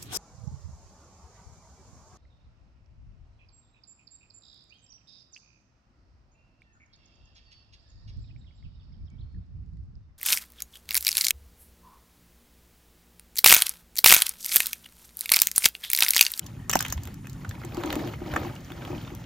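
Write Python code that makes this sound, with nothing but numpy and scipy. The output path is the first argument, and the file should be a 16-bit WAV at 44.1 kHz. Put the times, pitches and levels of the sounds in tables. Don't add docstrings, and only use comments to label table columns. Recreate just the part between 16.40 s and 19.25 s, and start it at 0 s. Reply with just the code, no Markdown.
import sys
import numpy as np
from scipy import signal
from scipy.fft import rfft, irfft, next_fast_len
from scipy.io import wavfile
from scipy.ndimage import uniform_filter1d

SR = 44100
rng = np.random.default_rng(int(sys.argv[2]) if len(sys.argv) > 2 else 0)


def persist_wave(psi):
    counts = np.round(np.clip(psi, -1, 1) * 32767).astype(np.int16)
    wavfile.write(sys.argv[1], SR, np.atleast_2d(counts).T)


def undo_db(level):
    steps = np.asarray(level, float) / 20
    return 10 ** steps


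N = 125685

# t/s, peak level/dB, ring f/Hz, brightness/dB, length/ms
SNAPS = [(0.2952, -11, 1220, -5, 5.5), (0.3134, -14, 6900, 4, 1.4), (0.3002, -23, 3100, -13, 5.4),
         (0.3284, -13.5, 2520, -6.5, 8.2), (0.3334, -11.5, 5820, -11, 2.7), (0.368, -20.5, 2460, -7, 4.5),
         (0.3758, -35, 920, 11, 3.2), (0.3907, -13.5, 7100, 15, 1.2), (0.4044, -12.5, 1700, -5.5, 4.2),
         (0.4251, -16, 6650, 31, 1.7), (0.4482, -21.5, 2920, -13, 6.6), (0.4609, -23.5, 2730, -10, 5.9),
         (0.4808, -25.5, 6750, 6, 5.1), (0.5, -27, 1780, 2, 4.6), (0.5239, -14, 1010, -4, 2.8),
         (0.5763, -29.5, 1000, -18.5, 6.3)]
# t/s, peak level/dB, brightness/dB
TICKS = [(0.042, -45, 15), (0.063, -36, 20), (0.538, -54, 10), (0.572, -43, 10), (0.634, -34, -1),
         (0.653, -34, -9), (0.673, -33.5, -11), (0.742, -39, -2), (0.87, -34.5, -12), (0.8965, -38, 4),
         (0.93, -41.5, 1), (1.0918, -32.5, 13.5), (1.1097, -32, -24), (1.248, -32.5, -8), (1.3454, -34, 6),
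         (1.369, -36, -1), (1.459, -37, 4), (1.4356, -26.5, -16.5), (1.474, -32.5, -22),
         (1.5032, -24.5, -18), (1.5258, -22, -14.5), (1.5544, -26, -11), (1.6739, -33.5, -16.5),
         (1.96, -40, 8), (1.998, -54, 4), (2.153, -41, 7), (2.2064, -48, 10), (2.2463, -42.5, 9),
         (2.319, -33.5, -15), (2.45, -33, -17.5), (2.7496, -35, 24)]
# t/s, peak level/dB, ring f/Hz
CHIPS = [(0.0295, -43.5, 3170), (0.854, -43.5, 2680), (1.151, -40, 2220), (1.2151, -36, 1260),
         (1.2357, -35.5, 1960), (1.3212, -40, 2610), (1.5926, -33, 2000), (1.8597, -40.5, 2230),
         (1.916, -39.5, 2980), (1.9994, -40, 1330), (2.0303, -32, 1420), (2.162, -39.5, 2790),
         (2.2802, -43, 1900), (2.377, -39, 1470), (2.5473, -37.5, 2440), (2.5794, -39, 3050),
         (2.6124, -40.5, 4020), (2.6472, -41.5, 3440), (2.6746, -40, 3320), (2.7033, -40.5, 2120),
         (2.8396, -38.5, 3010)]
# t/s, peak level/dB, ring f/Hz
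CLACKS = [(0.2974, -25, 456), (0.844, -39, 614), (1.046, -32.5, 1470), (1.368, -28.5, 870),
          (1.435, -24, 990), (1.503, -40, 935), (1.735, -34, 2100), (1.804, -37.5, 606),
          (1.936, -20.5, 800), (1.9602, -16, 1270), (2.047, -30.5, 1080), (2.301, -32, 740),
          (2.419, -35, 1180), (2.475, -29, 860)]
# f/Hz, level/dB
CRACK_SPECTRUM = [(500, -2.5), (1200, 4.5), (3000, 8.5), (5000, 5), (6500, 10.5), (10000, 0), (13000, 8),
                  (16000, -8)]
# t/s, level/dB
CRUNCH_LEVEL = [(.29, -80), (.3, -48), (.36, -41), (.385, -56), (.41, -40.5), (.47, -45.5), (.52, -46.5),
                (.56, -57), (1.3, -70.5), (1.53, -49), (1.6, -56), (1.8, -80), (1.96, -69), (2.2, -58)]
# t/s, peak level/dB, share of the lower main mode/0-1
BUMPS = [(1.242, -32, 0.15), (1.373, -22.5, 0), (1.444, -19.5, 0.63), (1.469, -24.5, 0.93),
         (1.533, -26, 0.14), (1.512, -44, .2), (1.561, -17.5, 1), (1.59, -28, .3), (1.609, -30, 0.15),
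         (1.815, -25, 0.3), (1.965, -35, 1), (2.051, -26, 0.58), (2.091, -35.5, 0.2), (2.31, -32, 0.34),
         (2.501, -23, 0.52), (2.526, -24, 0.4), (2.559, -29, 0.8), (2.716, -31, 0.32)]
# f/Hz, level/dB, t60/s
SLAB_MODES = [
    (216, -2.5, .05),
    (305.5, -2.5, 0.11),
    (342.9, 0, 0.094),
    (603, -9.5, 0.071),
    (780, -9, 0.046),
    (959, -7, 0.051),
    (1238, -10.5, 0.037),
    (1420, -26, 0.021),
]
# t/s, level/dB
STIR_LEVEL = [(0, -53.5), (.13, -52), (.26, -55.5), (.36, -48), (.6, -55), (.69, -48.5), (.78, -62.5),
              (1.0, -52.5), (1.3, -47.5), (1.53, -38), (1.68, -41), (1.78, -49), (1.97, -38.5),
              (2.08, -43.5), (2.2, -51.5), (2.5, -44), (2.68, -48.5), (2.85, -52)]
SQUEAK_TIMES = [
    .192,
    .222,
    .238,
    .256,
]
# f/Hz, level/dB
LAP_SPECTRUM = [(300, -9), (600, 7.5), (1000, -17.5), (2000, -11), (4000, -18.5), (8000, -23.5),
                (12000, -22), (16000, -22.5)]
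# t/s, peak level/dB, f/Hz
THUMPS = [(0.013, -35.5, 155), (0.202, -30.5, 112), (0.339, -27, 107.3), (.48, -27.5, 59.3),
          (0.546, -20, 69), (0.574, -25, 85), (0.65, -28.5, 83), (1.072, -23, 103), (1.25, -26, 124),
          (1.605, -22.5, 146), (1.799, -30, 58), (1.919, -25, 79), (1.988, -25.5, 90), (2.522, -27, 150)]
# t/s, level/dB
SURGE_LEVEL = [(0, -45), (.22, -42), (.3, -40.5), (.56, -40), (.66, -42.5), (1.0, -40), (1.1, -41.5),
               (1.3, -40.5), (1.45, -41), (1.6, -38.5), (1.73, -39.5), (1.93, -38), (2.06, -37.5),
               (2.2, -42.5), (2.55, -39), (2.85, -42)]
# f/Hz, level/dB
RUMBLE_SPECTRUM = [(25, -79), (43, -3), (97, -4.5), (124, 1.5), (183, -7.5), (248, -8.5), (500, -35),
                   (1100, -120)]
# f/Hz, level/dB
AIR_SPECTRUM = [(400, -21), (750, -14), (1050, 13), (3000, -5), (6000, -1.5), (10000, 8.5), (13000, -6),
                (16000, -27)]
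# f/Hz, correlation/1
LIKENESS = [(60, .999), (150, .98), (400, .88), (1000, .75), (4000, .8), (7000, .99), (9000, .999),
            (14000, .93)]
# f/Hz, phase/rad
PORT_PHASE = [(150, 0), (900, -.6), (2600, .7), (4300, .1), (7000, 1), (8550, 3.14), (11600, 3.14),
              (14000, 6.2)]
MATCHED_BAND_HZ = [8400, 11800]

SNAP_RING_DB, SNAP_RING_CYCLES, SNAP_PIVOT_HZ = -3, 16, 2600
TICK_MS, CHIP_MS, CLACK_MS, CLACK_DULL_HZ = 3.22, 4.6, 8.1, 1590
TOCK_S, TOCK_DB, TOCK_HZ, TOCK_RISE_MS, TOCK_T60_S = .3535, -4, 746, 4.55, 0.01
CRUNCH_PER_S, GRIND_PER_S, DROPS_PER_S = 4000, 700, 800
GRIND_DB, DROPS_DB, BUMP_RISE_MS = 5.5, -7, 6.1
SQUEAK_HZ, SQUEAK_T60_S = 1846, 0.021
LAP_DB, LAP_DULL_HZ, LAP_SWELL = -0.5, 850, 0.55
THUMP_CYCLES, THUMP_RISE_MS = 10, 19.4
RUMBLE_DB, AIR_DB = 1, -60
ECHO_DB, ECHO_T60_S, SCATTER_DB, GLINT_DB = -11, .075, -8, -6.5
PAN_DB, CUTOFF_HZ = -.4, 17000


def rms_one(x):
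    return x / np.sqrt(np.mean(x ** 2) + 1e-20)


def in_time(rows):
    return np.interp(np.arange(N) / SR, *np.transpose(rows))


def at_hz(points, hz):
    f, value = np.array(points).T
    return np.interp(np.log(hz + 1), np.log(f), value)


def add(out, s, x):
    i = int(s * SR)
    out[i:i + len(x)] += x[:N - i]


def drift(rate_hz):
    r = np.exp(-80 * np.pi * rate_hz / SR)
    white = rng.standard_normal(N // 40 + 2002)
    slow = signal.lfilter([1], [1, -2 * r, r * r], white)[2000:]
    return np.interp(np.arange(N) / 40, np.arange(len(slow)), rms_one(slow))


def grains(per_s, spread_db):
    sizes = undo_db(spread_db * np.minimum(rng.exponential(1, N), 5)) * rng.choice([-1, 1], N)
    return sizes * (rng.random(N) < per_s / SR)


def ring(clicks, hz, t60_s):
    r = undo_db(-60 / (t60_s * SR))
    w = 2 * np.pi * hz / SR
    return signal.lfilter([0, np.sin(w)], [1, -2 * r * np.cos(w), r * r], clicks + 1e-18)


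def push(clicks, hz, rise_ms):
    t = np.arange(900) / SR
    shape = np.sin(np.pi * np.minimum(t * 1000 / rise_ms, 1)) ** 2
    pulse = 2 * shape * np.cos(2 * np.pi * hz * t) / shape.sum()
    return signal.fftconvolve(clicks, pulse)[:N]


def colour(x, spectrum):
    cep = irfft(at_hz(spectrum, np.linspace(0, SR / 2, 1025)) * np.log(10) / 20)
    cep[1:1024] *= 2
    cep[1025:] = 0
    return signal.fftconvolve(x, irfft(np.exp(rfft(cep))))[:len(x)]


def banded_noise(spectrum, low_hz, count, patchy_db, rate_hz):
    out, together = 0, drift(rate_hz)
    edges = low_hz * 2 ** (np.arange(count + 1) / 2)
    white = rng.standard_normal((2, 2, N))
    for k, (low, high) in enumerate(zip(edges, np.minimum(edges[1:], 20000))):
        band = signal.butter(2, [low, high], "band", fs=SR, output="sos")
        mid, side = signal.sosfilt(band, white[k % 2])
        hz = np.sqrt(low * high)
        alike = np.clip(at_hz(LIKENESS, hz), -1, 1)
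        gain = undo_db(at_hz(spectrum, hz) + patchy_db * (.6 * together + drift(rate_hz)))
        out = out + gain * (np.sqrt(1 + alike) * mid + np.sqrt(1 - alike) * side * [[1], [-1]])
    return rms_one(out)


def fracture(peak_db, hz, bright_db, ms, ring_db):
    t_ms = np.arange(2000) / SR * 1000
    noise, chips = rng.standard_normal((2, len(t_ms))), rng.random(4)
    ragged = np.exp(3.5 * uniform_filter1d(noise[1], size=40))
    burst = noise[0] * ragged * np.exp(-t_ms / (.45 * ms)) * np.minimum(t_ms / (.35 * ms), 1)
    chip_rings = sum(ring(burst, 900 * 14 ** c, .005) for c in chips)
    body = rms_one(burst) + .4 * rms_one(chip_rings)
    low = signal.lfilter(*signal.butter(2, SNAP_PIVOT_HZ * 1.3, "low", fs=SR), body)
    high = signal.lfilter(*signal.butter(2, SNAP_PIVOT_HZ * 1.6, "high", fs=SR), body)
    shard = ring(burst, hz, SNAP_RING_CYCLES / hz)
    x = rms_one(low) + undo_db(bright_db + 12.5) * rms_one(high) + undo_db(ring_db) * rms_one(shard)
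    return undo_db(peak_db) * x / np.sqrt(uniform_filter1d(x ** 2, size=40).max())


def shards():
    out, dull = np.zeros((2, N))
    for s, db, hz, bright_db, ms in SNAPS:
        add(out, s, fracture(db - 9.5, hz, bright_db, ms, SNAP_RING_DB))
    for s, db, bright_db in TICKS:
        add(out, s, fracture(db - 6.5, 3350, bright_db, TICK_MS, ring_db=-14.5))
    for s, db, hz in CHIPS:
        add(out, s, fracture(db - 9, hz, -18.5, CHIP_MS, ring_db=3.5))
    for s, db, hz in CLACKS:
        add(dull, s, fracture(db - 2, hz, -13, CLACK_MS, ring_db=-5.0))
    add(out, TOCK_S, fracture(TOCK_DB - 13, 950, -9, TICK_MS, SNAP_RING_DB))
    clacks = signal.lfilter(*signal.butter(1, CLACK_DULL_HZ, fs=SR), dull)
    return colour(out + clacks, CRACK_SPECTRUM)


def tock():
    click, out = np.zeros((2, N))
    click[int(TOCK_S * SR)] = undo_db(TOCK_DB)
    for ratio, db in ((1.004, 2.5), (1.274, -1.5), (0.323, -13.5), (0.42, -12)):
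        hz = TOCK_HZ * ratio
        out -= undo_db(db) * ring(push(click, hz, TOCK_RISE_MS), hz, TOCK_T60_S / ratio)
    return out


def crunch():
    clicks = grains(CRUNCH_PER_S * undo_db(3 * drift(60)), spread_db=2.6)
    dealt = rng.integers(0, 16, N)
    rings = 0
    for k, hz in enumerate(np.geomspace(900, 15000, num=16)):
        rings = rings + ring(clicks * (dealt == k), hz, 5.2 / hz) * (hz / 2000) ** -.05
    return colour(undo_db(in_time(CRUNCH_LEVEL) - 6.5) * rms_one(rings), CRACK_SPECTRUM)


def slabs(stir_db):
    s, db, share = np.transpose(BUMPS)
    share = np.clip(share, 0, 1)
    luck_db = rng.normal(0, 3, (len(s), len(SLAB_MODES)))
    rub = grains(GRIND_PER_S * undo_db(3 * drift(38)), spread_db=2.5)
    bumps, grind = 0, 0
    for k, (hz, mode_db, t60_s) in enumerate(SLAB_MODES):
        if k == 1:
            part = share
        elif k == 2:
            part = 1 - share
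        else:
            part = undo_db(luck_db[:, k] - 11.5)
        clicks = np.zeros(N)
        clicks[(s * SR).astype(int)] = undo_db(db + mode_db) * part
        bumps = bumps + ring(push(clicks, hz, BUMP_RISE_MS), hz, t60_s)
        contacts = push(rub * rng.standard_normal(N), hz, rise_ms=2.7)
        grind = grind + undo_db(mode_db) * ring(contacts, hz, t60_s)
    grind_db = GRIND_DB + stir_db + 0.88 * (stir_db - stir_db.max())
    return undo_db(1.5) * bumps + undo_db(grind_db) * rms_one(grind)


def squeak():
    clicks = np.zeros(N)
    for s in SQUEAK_TIMES:
        add(clicks, s, undo_db(-88) * np.sin(2 * np.pi * SQUEAK_HZ * np.arange(300) / SR))
    return ring(clicks, SQUEAK_HZ, SQUEAK_T60_S)


def drops(stir_db):
    born = np.flatnonzero(rng.random(N) < DROPS_PER_S * undo_db(4 * drift(20)) / SR)
    luck = rng.random((N, 4))[born]
    out, t = np.zeros(N), np.arange(900) / SR
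    for i, (pitch, size, glide, length) in zip(born, luck):
        hz = 800 * 7 ** pitch
        life_s = (1.5 + 5 * length ** 2) / hz
        bent_t = t + (glide - .3) * .06 * t ** 2 / life_s
        wave = np.sin(2 * np.pi * hz * bent_t) * (t / life_s) ** .4 * np.exp(-t / life_s)
        add(out, i / SR, size ** 2.86 * (hz / 1000) ** -.3 * wave)
    return undo_db(DROPS_DB + stir_db) * rms_one(out)


def glint(x):
    spray = rng.standard_normal(60) * np.exp(-np.arange(60) / 20)
    scattered = np.convolve(x, spray / np.linalg.norm(spray))[:N]
    edge = signal.sosfilt(signal.butter(4, 7300, "high", fs=SR, output="sos"), scattered)
    return undo_db(GLINT_DB) * edge * [[1], [-1]]


def tank(x):
    t = np.arange(6000) / SR
    tail = rng.standard_normal((2, len(t))) * undo_db(-60 * t / ECHO_T60_S) * (t > .001)
    tail = tail / np.sqrt((tail ** 2).sum(1, keepdims=True))
    same, unlike = signal.fftconvolve(x[None], tail, axes=1)[:, :N]
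    same = signal.sosfilt(signal.butter(2, 900, "high", fs=SR, output="sos"), same)
    unlike = signal.sosfilt(signal.butter(2, [400, 16000], "band", fs=SR, output="sos"), unlike)
    return undo_db(ECHO_DB) * same + undo_db(SCATTER_DB) * unlike * [[1], [-1]]


def lapping(stir_db):
    lap = undo_db(LAP_DB + stir_db) * banded_noise(LAP_SPECTRUM, 300, count=12, patchy_db=2.2, rate_hz=35)
    dull = signal.sosfiltfilt(signal.butter(2, LAP_DULL_HZ, fs=SR, output="sos"), lap)
    return lap + (undo_db(LAP_SWELL * (stir_db - stir_db.max())) - 1) * dull


def thumps():
    out = np.zeros(N)
    for s, db, hz in THUMPS:
        click = np.zeros(8000)
        click[0] = undo_db(db)
        add(out, s, ring(push(click, hz, THUMP_RISE_MS)[:len(click)], hz, THUMP_CYCLES / hz))
    return out


def rumble():
    fire = banded_noise(RUMBLE_SPECTRUM, 25, count=9, patchy_db=1.1, rate_hz=20)
    low = undo_db(RUMBLE_DB + in_time(SURGE_LEVEL)) * fire + thumps()
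    return signal.sosfilt(signal.butter(3, [40, 400], "band", fs=SR, output="sos"), low)


def air():
    return undo_db(AIR_DB) * banded_noise(AIR_SPECTRUM, 350, count=12, patchy_db=1.5, rate_hz=9)


def match_band(x):
    stop = signal.cheby2(5, 30, MATCHED_BAND_HZ, "stop", fs=SR, output="sos")
    side = signal.sosfiltfilt(stop, x[0] - x[1])
    return (x[0] + x[1] + side * [[1], [-1]]) / 2


def scene():
    stir_db, clicks = in_time(STIR_LEVEL), shards()
    ice = clicks + crunch() + tock() + slabs(stir_db) + drops(stir_db) + squeak()
    top_cut = signal.cheby2(8, 30, 16000, fs=SR, output="sos")
    hiss = signal.sosfilt(top_cut, lapping(stir_db) + air())
    direct = ice * undo_db(PAN_DB * np.array([[1], [-1]]))
    return direct + match_band(tank(ice) + hiss) + glint(clicks) + rumble()


def low_pass(x):
    return signal.sosfilt(signal.butter(12, 16960, fs=SR, output="sos"), x)


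def record(dry):
    size = next_fast_len(N + 2000)
    hz = np.arange(size // 2 + 1) * SR / size
    turn = np.exp(.5j * at_hz(PORT_PHASE, hz) * [[1], [-1]])
    x = irfft(rfft(dry, size) * turn, size)[:, :N]
    x = signal.sosfilt(signal.cheby2(12, 60, CUTOFF_HZ, fs=SR, output="sos"), x)
    return low_pass(x)


dry = scene()
out = record(dry)
persist_wave(out)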